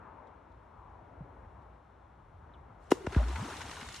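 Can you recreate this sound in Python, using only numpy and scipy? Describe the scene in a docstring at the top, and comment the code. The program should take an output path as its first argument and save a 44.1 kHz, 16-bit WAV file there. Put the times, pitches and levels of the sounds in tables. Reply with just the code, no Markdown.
"""Beaver tail slap on a pond

A swimming beaver slaps its tail on the water, kicks and dives. Each impact cracks on the surface and
opens an air cavity whose resonance falls as it grows; the dive's cavity booms, then rises as it closes.
Thrown water rains back as spray, drops and ringing bubbles. The wooded bank reverberates faintly,
over a distant hush and a low rumble."""
import sys
import numpy as np
from scipy import signal
from scipy.fft import rfft, irfft, next_fast_len
from scipy.io import wavfile
from scipy.ndimage import map_coordinates

SR = 44100
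rng = np.random.default_rng(int(sys.argv[2]) if len(sys.argv) > 2 else 0)


def transcribe(signal):
    """Save signal, clipped to [-1, 1], as a 16-bit WAV file at the path in sys.argv[1]."""
    frames = np.atleast_2d(signal).T
    limited = np.clip(frames, -1, 1)
    pcm = np.round(limited * 32767).astype(np.int16)
    wavfile.write(sys.argv[1], SR, pcm)


N = 176400
T = np.arange(N) / SR

# envelope of the distant hush (time [s], relative level [dB])
HUSH_LEVEL = [(0, -57), (.25, -59), (.42, -61.5), (.7, -62.5), (.95, -61.5), (1.25, -60), (1.5, -61),
              (1.7, -62), (1.8, -64), (2.35, -64.5), (2.5, -61.5), (2.85, -61.5)]
# spectrum of the hush (frequency [Hz], level [dB])
HUSH_SPECTRUM = [(90, -25), (160, -10), (250, -9.5), (420, -11), (620, -9.5), (960, -7.5), (1300, -11.5),
                 (1760, -20.5), (2500, -30), (4000, -55.5), (7000, -65)]
# stereo width of hush and hiss (frequency [Hz], left-right correlation [-])
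HUSH_CORRELATION = [(60, 0.85), (170, 1), (510, 0.43), (1480, 0.69), (4310, 0.79), (12600, -0.79)]
# balance of hush and swells (frequency [Hz], left minus right [dB])
HUSH_BALANCE = [(60, -8), (130, 8.5), (280, -1.5), (590, 9), (1270, 7), (2730, -3.5), (5850, 8), (12600, 3)]
# swells in the hush (peak time [s], half-width [s], centre [Hz], fall [octaves/s], level [dB])
HUSH_SWELLS = [(0.059, 0.065, 1519, 1, -62.5), (.09, 0.096, 1054, 1.5, -57), (.22, 0.067, 721, 3, -57),
               (.87, 0.18, 942, 1.6, -59), (1.221, .25, 480.7, 0.2, -63), (1.61, 0.12, 894, 1, -62)]
# spectrum of the steady hiss (frequency [Hz], level [dB])
HISS_SPECTRUM = [(1500, -8), (3400, 0.5), (4600, -8.5), (6200, -10), (8000, -12.5), (11000, -12),
                 (13000, -27)]
# envelope of the rumble (time [s], relative level [dB])
RUMBLE_LEVEL = [(0.0, -63.5), (0.42, -71), (0.57, -64), (0.76, -63), (0.99, -63.5), (1.62, -60), (1.9, -69),
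                (2.13, -66), (2.34, -62), (2.85, -62.5)]
# spectrum of the rumble (frequency [Hz], level [dB])
RUMBLE_SPECTRUM = [(20, -33.5), (40, -4), (62, 0), (90, -3.5), (140, -11.5), (250, -28.5), (600, -64)]
# reverberation time of the bank (frequency [Hz], t60 [s])
BANK_DECAY = [(150, 0.076), (600, 0.86), (2500, 0.5), (10000, 0.73)]

# stereo width of the water noises (frequency [Hz], left-right correlation [-])
WATER_CORRELATION = [(200, 1), (1000, 0.82), (2000, 0.97), (4000, 0.45), (7000, 0.33), (12000, -0.75)]
# balance of the water sounds (frequency [Hz], left minus right [dB])
WATER_BALANCE = [(60, .5), (300, .9), (480, 2), (650, 7), (900, 5.5), (1400, 3), (2200, -.5), (12000, -.3)]
# drips (time [s], pitch [Hz], level [dB], t60 [s], fall [octaves/s], spatter level [dB])
SMALL_DRIPS = [(.268, 3580, -71, 0.064, 5, -73), (0.515, 3900, -77, 0.07, 3, -78),
               (1.615, 3480, -79, .07, 3, -77), (2.536, 3690, -61, 0.07, 14, -86)]
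# clumps of water falling back (time [s], splat level [dB], t60 [s], spatter level [dB])
FALLING_CLUMPS = [(3.121, -45.5, 0.17, -56), (3.146, -32, 0.017, -58), (3.161, -42.5, 0.05, -62),
                  (3.281, -61, 0.11, -51), (3.335, -50, 0.016, -56), (3.3575, -36.5, 0.06, -53),
                  (3.408, -42, 0.036, -56), (3.566, -47, 0.044, -44.5), (3.607, -40.5, .05, -47),
                  (3.615, -40, 0.043, -45), (3.677, -44, 0.022, -54), (3.694, -38, .025, -58),
                  (3.711, -39.5, 0.047, -43.5), (3.766, -43, 0.047, -52), (3.811, -43, 0.089, -60),
                  (3.887, -37.5, 0.023, -40), (3.924, -46, 0.022, -46), (3.942, -49, 0.03, -39.5),
                  (3.961, -56, 0.057, -43)]
# spectrum of a clump's splat (frequency [Hz], level [dB])
SPLAT_SPECTRUM = [(300, -8), (900, -4.5), (1500, 4.5), (3000, -6.5), (7000, -20), (13000, -40)]
# spectrum of the bright spatter (frequency [Hz], level [dB])
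SPATTER_SPECTRUM = [(1500, -16), (3000, -1.5), (4200, 1), (7000, -3), (9000, -7), (13000, -20)]
# envelopes of the splash (time [s], relative churn level [dB], relative spray level [dB])
SPLASH_LEVELS = [(2.76, -99, -100), (2.83, -92, -73.5), (2.89, -73, -73.5), (2.94, -59, -61.5),
                 (3.005, -58.5, -63.5), (3.05, -57, -63.5), (3.09, -53.5, -60.5), (3.135, -50.5, -56),
                 (3.18, -42.5, -54.5), (3.25, -48.5, -55.5), (3.33, -47.5, -53.5), (3.44, -45.5, -51.5),
                 (3.52, -47.5, -50), (3.59, -50.5, -49.5), (3.65, -51.5, -52), (3.73, -53, -50.5),
                 (3.83, -52, -52), (3.91, -56.5, -52), (3.96, -58, -49), (4.0, -64.5, -53.5)]
# spectrum of the churning water (frequency [Hz], level [dB])
CHURN_SPECTRUM = [(60, 8.5), (150, 7), (330, 0.5), (520, -5.5), (900, 1), (1450, -1.5), (2200, -6.5),
                  (4000, -13), (9000, -55)]
# spectrum of the fine spray (frequency [Hz], level [dB])
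SPRAY_SPECTRUM = [(500, -31), (1400, -2), (2200, -5.5), (4000, -5.5), (5000, -6), (7500, -4), (10000, -4.5),
                  (13000, -10.5)]
# single bubbles (time [s], pitch [Hz], level [dB], t60 [s], rise [octaves/s])
RINGING_BUBBLES = [(2.704, 1030, -51, .045, 36), (2.931, 362, -25, 0.032, 0), (2.965, 513, -49, 0.24, -2.5),
                   (3.005, 387, -42.5, 0.18, -3), (3.044, 348, -30.5, 0.072, 7), (3.1, 125, -35, .06, 0),
                   (3.113, 677, -41, 0.037, 7), (3.124, 342, -34, 0.079, 13),
                   (3.1475, 1550, -25, 0.018, 13.5), (3.158, 666, -34.5, 0.041, 4),
                   (3.179, 1490, -35, 0.03, -7), (3.2, 581, -31, .075, 10), (3.22, 232, -37.5, 0.11, 1.5),
                   (3.296, 343, -35.5, 0.067, 6.5), (3.359, 966, -40, 0.13, -5.5),
                   (3.432, 920, -42.5, 0.051, 7), (3.519, 1474, -40.5, 0.096, 3),
                   (3.59, 82.6, -42.5, 0.38, -1), (3.604, 950, -42.5, 0.043, 14),
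                   (3.771, 1010, -39.5, 0.043, 7), (3.862, 1026, -41, 0.04, 6)]
# resonance of the dive's cavity (time [s], pitch [Hz], level [dB])
DIVE_CAVITY = [(3.163, 72, -35), (3.1665, 71, -20), (3.18, 66, -17), (3.2, 56.5, -21.5), (3.25, 56.7, -29),
               (3.31, 61.9, -31.5), (3.36, 71.2, -34.5), (3.392, 90.5, -38.5), (3.415, 119.7, -32.5),
               (3.445, 244, -42), (3.49, 356, -49), (3.53, 394, -79)]
# spectrum of the tail's edge cutting the surface (frequency [Hz], level [dB])
SKIM_SPECTRUM = [(300, -0.5), (1500, -10), (4000, -9.5), (7500, -8), (13000, -16)]
# spectrum of the surface crack (frequency [Hz], level [dB])
CRACK_SPECTRUM = [(200, -29), (800, 1), (1600, 3.5), (2800, -6.5), (4000, -14), (5400, -11.5), (8000, -14),
                  (12000, -10.5), (14000, -28)]
# tail slap and kick (time [s], cavity level [dB], first pitch [Hz], open pitch [Hz], opening [s],
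# attack [s], hold [s], t60 [s], crack level [dB], crack cutoff [Hz])
IMPACTS = [(2.9193, -11, 1410, 311, 0.00093, 0.00061, 0.0048, 0.0091, -24.5, 18000),
           (3.0689, -26, 1270, 63.4, 0.003, 0.0012, 0.0025, 0.093, -34, 6000)]
# brief metallic ring of the microphone body, set off by each crack (frequency [Hz], relative level [dB])
MIC_RING_PARTIALS = [(985, 2.5), (1430, -1.5), (1700, -14), (2210, -30), (2810, -9), (3360, -15),
                     (3750, -13.5), (5330, -11.5), (7320, -17), (8000, -13)]
# microphone response (frequency [Hz], gain [dB])
MIC_RESPONSE = [(20, -35), (36, -8), (52, 0.5), (420, 1.5), (520, 0.5), (700, 0.5), (980, 2), (1130, -0.5),
                (1400, 0.5), (1750, -0.5), (2200, 1.5), (2550, 0), (2850, 2.5), (3200, 0.5), (4300, 1.5),
                (4880, -3), (5250, 2), (6000, 0.5), (13000, -3)]


def amp(db):
    """Decibels to amplitude ratio."""
    return 10 ** (np.asarray(db) / 20)


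def along(points, hz):
    """Interpolation on a logarithmic frequency axis."""
    freqs, values = np.transpose(points)
    return np.interp(np.log(hz + 1), np.log(freqs + 1), values)


def curves(rows):
    """Linear interpolation in time of each column after the first."""
    times, *columns = np.transpose(rows)
    return [np.interp(T, times, column) for column in columns]


def wobble(rate):
    """Smooth random modulation with rate knots a second."""
    return map_coordinates(rng.standard_normal(int(N * rate / SR) + 4), [T * rate])


def filtered(x, response):
    """Linear filtering: the spectrum times a frequency response."""
    size = next_fast_len(N + SR // 4)
    return irfft(rfft(x, size) * response(np.fft.rfftfreq(size, 1 / SR)), size)[..., :N]


def lowpass(x, cut_hz, order):
    """Zero-phase attenuation above cut_hz."""
    return filtered(x, lambda hz: 1 / (1 + (hz / cut_hz) ** order))


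def spread(pair, spectrum, correlation):
    """Mid-side mixing turns two independent signals into coloured stereo of rms 1."""
    def response(hz):
        angle = np.arccos(np.clip(along(correlation, hz), -1, 1)) / 2
        return amp(along(spectrum, hz)) * [np.cos(angle), np.sin(angle)]
    mid, side = filtered(pair, response)
    stereo = np.array([mid + side, mid - side])
    return stereo / np.sqrt(np.mean(stereo ** 2) + 1e-20)


def noise(spectrum, correlation=WATER_CORRELATION):
    """Partly correlated stereo noise of rms 1."""
    return spread(rng.standard_normal((2, N)), spectrum, correlation)


def balanced(x, balance):
    """A level difference between the channels that changes with frequency: each band is louder in one channel."""
    def gains(hz):
        pair = amp(along(balance, hz) * np.array([[.5], [-.5]]))
        return pair / pair.mean(axis=0)
    return filtered(x, gains)


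def burst(start, attack, t60, hold=0):
    """Envelope of a damped response: attack, hold, then a fall of 60 dB per t60 seconds."""
    age = np.maximum(T - start, 0)
    return (1 - np.exp(-age / attack)) * amp(-60 * np.maximum(age - hold, 0) / t60)


def tone_from(start, hz):
    """A sine whose phase is the integral of frequency from start."""
    return np.sin(2 * np.pi * np.cumsum(hz * (T >= start)) / SR)


def sliding_band(hz, width_hz):
    """Random quadrature modulation makes a band of noise around a moving pitch."""
    phase = 2 * np.pi * np.cumsum(hz) / SR
    return wobble(width_hz) * np.cos(phase) + wobble(width_hz) * np.sin(phase)


def swells():
    """Far whooshes: noise bands glide down under Gaussian envelopes."""
    out = 0
    for peak, width, hz, fall, db in HUSH_SWELLS:
        centre = hz * 2 ** (-fall * np.clip(T - peak, -2 * width, 2 * width))
        out += amp(db) * np.exp(-((T - peak) / width) ** 2) * sliding_band(centre, width_hz=560)
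    return out


def ambience():
    """Superposition of a distant hush, a steady hiss, an unsteady rumble and one soft, damped bump."""
    hush = amp(curves(HUSH_LEVEL)[0] + 2.5 + .3 * wobble(13)) * noise(HUSH_SPECTRUM, HUSH_CORRELATION)
    hiss = amp(-83.5) * noise(HISS_SPECTRUM, HUSH_CORRELATION)
    rumble = amp(curves(RUMBLE_LEVEL)[0] + 6 + wobble(16)) * noise(RUMBLE_SPECTRUM, [(60, 0.99)])
    bump_s, bump_hz = 1.207, 119.6 * (1 + 0.2 * wobble(120))
    bump = amp(-37) * burst(bump_s, attack=0.00052, t60=0.13) * tone_from(bump_s, bump_hz)
    return balanced(hush + swells(), HUSH_BALANCE) + hiss + rumble + bump


def bank(x):
    """Reverberation: trees on the bank scatter sound into a tail, each band decaying at its own rate."""
    hz, t, bands = signal.stft(rng.standard_normal((2, SR)), SR, nperseg=256)
    decay = amp(-60 * t / along(BANK_DECAY, hz)[:, None])
    tail = signal.istft(bands * decay, SR, nperseg=256)[1]
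    return signal.fftconvolve(x, tail / np.linalg.norm(tail[0]), axes=1)[:, :N]


def drips():
    """Small impacts give fuzzy plips: damped noise bands that sink in pitch, with a trace of spatter."""
    spatter = noise(SPATTER_SPECTRUM)
    out = 0
    for start, hz, db, t60, fall, spatter_db in SMALL_DRIPS:
        plip = sliding_band(hz * 2 ** (-fall * np.clip(T - start, 0, t60 / 2)), width_hz=930)
        out += burst(start, 0.0036, t60) * (amp(db) * plip + amp(spatter_db) * spatter)
    return out


def clumps():
    """Impact noise: each heavier clump of water lands with a splat and throws a bright spatter."""
    splat, spatter = noise(SPLAT_SPECTRUM), noise(SPATTER_SPECTRUM)
    return sum(burst(start, 0.0013, t60) * (amp(db) * splat + amp(spatter_db) * spatter)
               for start, db, t60, spatter_db in FALLING_CLUMPS)


def grains(centre_hz, octaves, cycles, rise, scatter_db, count, samples):
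    """Two streams of small bubbles: damped oscillators that rise in pitch and lose 60 dB over cycles."""
    start = SPLASH_LEVELS[0][0]
    when, side = rng.random((count, 2)).T
    hz = np.clip(centre_hz * 2 ** (octaves * rng.standard_normal((count, 1))), 150, 12000)
    gain = amp(scatter_db * np.minimum(rng.exponential(size=(count, 1)), 3))
    t = np.arange(samples) / SR
    age = np.minimum(t * hz / cycles, 2)  # in units of t60
    envelope = gain * amp(-60 * age) * (1 - t / t[-1])
    rings = envelope * np.sin(2 * np.pi * hz * t * (1 + rise * age / 2))
    index = ((start + when * (N / SR - start)) * SR).astype(int)[:, None] + np.arange(samples)
    out = np.array([np.bincount(index[stream].ravel(), rings[stream].ravel(), N + samples)[:N]
                    for stream in (side < .5, side >= .5)])
    return out / out[:, T > start].std()


def with_noise(x, share):
    """Incoherent signals add in power: x supplies the given share, white noise the rest."""
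    return np.sqrt(share) * x + np.sqrt(1 - share) * rng.standard_normal((2, N))


def splash():
    """Many small resonances merge: churning froth, and a spray of fine drops, hard drops and tinkle."""
    froth = grains(1230, octaves=0.853, cycles=30, rise=0.2, scatter_db=1.5, count=2600, samples=1300)
    drops = grains(4100, octaves=0.98, cycles=11, rise=0.11, scatter_db=2, count=6000, samples=300)
    patter = grains(3460, octaves=0.63, cycles=5.8, rise=0.1, scatter_db=0, count=260, samples=200)
    tinkle = grains(4490, octaves=0.7, cycles=300, rise=0.011, scatter_db=1, count=500, samples=3000)
    churn_db, spray_db = curves(SPLASH_LEVELS)
    churn = amp(churn_db) * spread(with_noise(froth, share=0.46), CHURN_SPECTRUM, WATER_CORRELATION)
    spray_gain = amp(spray_db + 0.35 * wobble(60))
    droplets = with_noise(drops, share=0.39) + amp(-9.5) * patter + amp(-7) * tinkle
    spray = spray_gain * spread(droplets, SPRAY_SPECTRUM, WATER_CORRELATION)
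    return amp(-2) * (churn + spray)


def bubbles():
    """Bubble resonance: larger air pockets ring one by one, their pitch shaken by the churning water."""
    shake = 1 + 0.07 * wobble(280)
    attack_cycles = 1.16
    out = 0
    for start, hz, db, t60, rise in RINGING_BUBBLES:
        pitch = hz * shake * 2 ** (rise * np.clip(T - start, 0, t60 / 2))
        out += amp(db) * burst(start, attack_cycles / hz, t60) * tone_from(start, pitch)
    return out


def dive():
    """Cavity resonance: air dragged down by the body booms, then rises and flutters as it pinches shut."""
    start, opening_s, flutter_from_s = 3.163, 0.00309, 3.4
    hz, db = curves(DIVE_CAVITY)
    flutter = 0.16 * np.clip((T - flutter_from_s) / 0.034, 0, 1)
    opening_hz = 537 * np.exp(-np.maximum(T - start, 0) / opening_s)
    pitch = hz * (1 + flutter * wobble(160)) + opening_hz
    envelope = amp(db) * (1 + 2 * flutter * wobble(200)) * (T < DIVE_CAVITY[-1][0])
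    return envelope * tone_from(start, pitch)


def skim():
    """A broadband transient: the tail's edge cuts the surface just before the slap."""
    return amp(-40.5) * burst(2.9055, attack=0.00092, t60=0.19) * noise(SKIM_SPECTRUM)


def mic_ring(start):
    """Modal resonance: a crack sets the microphone body ringing briefly."""
    partials = sum((-1) ** k * amp(db) * np.sin(2 * np.pi * hz * (T - start))
                   for k, (hz, db) in enumerate(MIC_RING_PARTIALS))
    return amp(-3.5) * burst(start, attack=0.00058, t60=0.037) * partials


def slap_and_kick():
    """Each impact cracks on the surface, then opens a cavity whose resonance falls as its volume grows."""
    lead_s, rise_s, crack_t60 = 0.001793, 0.0013, 0.023
    crack_noise = noise(CRACK_SPECTRUM)
    out = 0
    for start, db, first_hz, open_hz, opening, attack, hold, t60, crack_db, cut_hz in IMPACTS:
        t = T - start + lead_s  # the crack peaks just before the cavity opens
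        crack = np.exp(np.minimum(t / rise_s, -np.log(1000) * t / crack_t60)) * crack_noise
        out += amp(crack_db) * lowpass(crack + mic_ring(start - lead_s), cut_hz, order=2)
        pitch = open_hz + (first_hz - open_hz) * np.exp(-np.maximum(T - start, 0) / opening)
        cavity = amp(db) * burst(start, attack, t60, hold) * tone_from(start, pitch)
        out += cavity - lowpass(cavity, 0.36 * open_hz, order=4)  # little radiates far below resonance
    return out


def scene():
    """Superposition of the direct water sounds, their reverberation and the background."""
    water = skim() + slap_and_kick() + dive() + bubbles() + splash() + clumps() + drips()
    return balanced(water + amp(-22.5) * bank(water), WATER_BALANCE) + ambience()


def record(dry):
    """The microphone's frequency response colours the sound; a steep low-pass limits the band."""
    coloured = filtered(dry, lambda hz: amp(along(MIC_RESPONSE, hz)))
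    return lowpass(coloured, cut_hz=13150, order=120)


dry = scene()
out = record(dry)
transcribe(out)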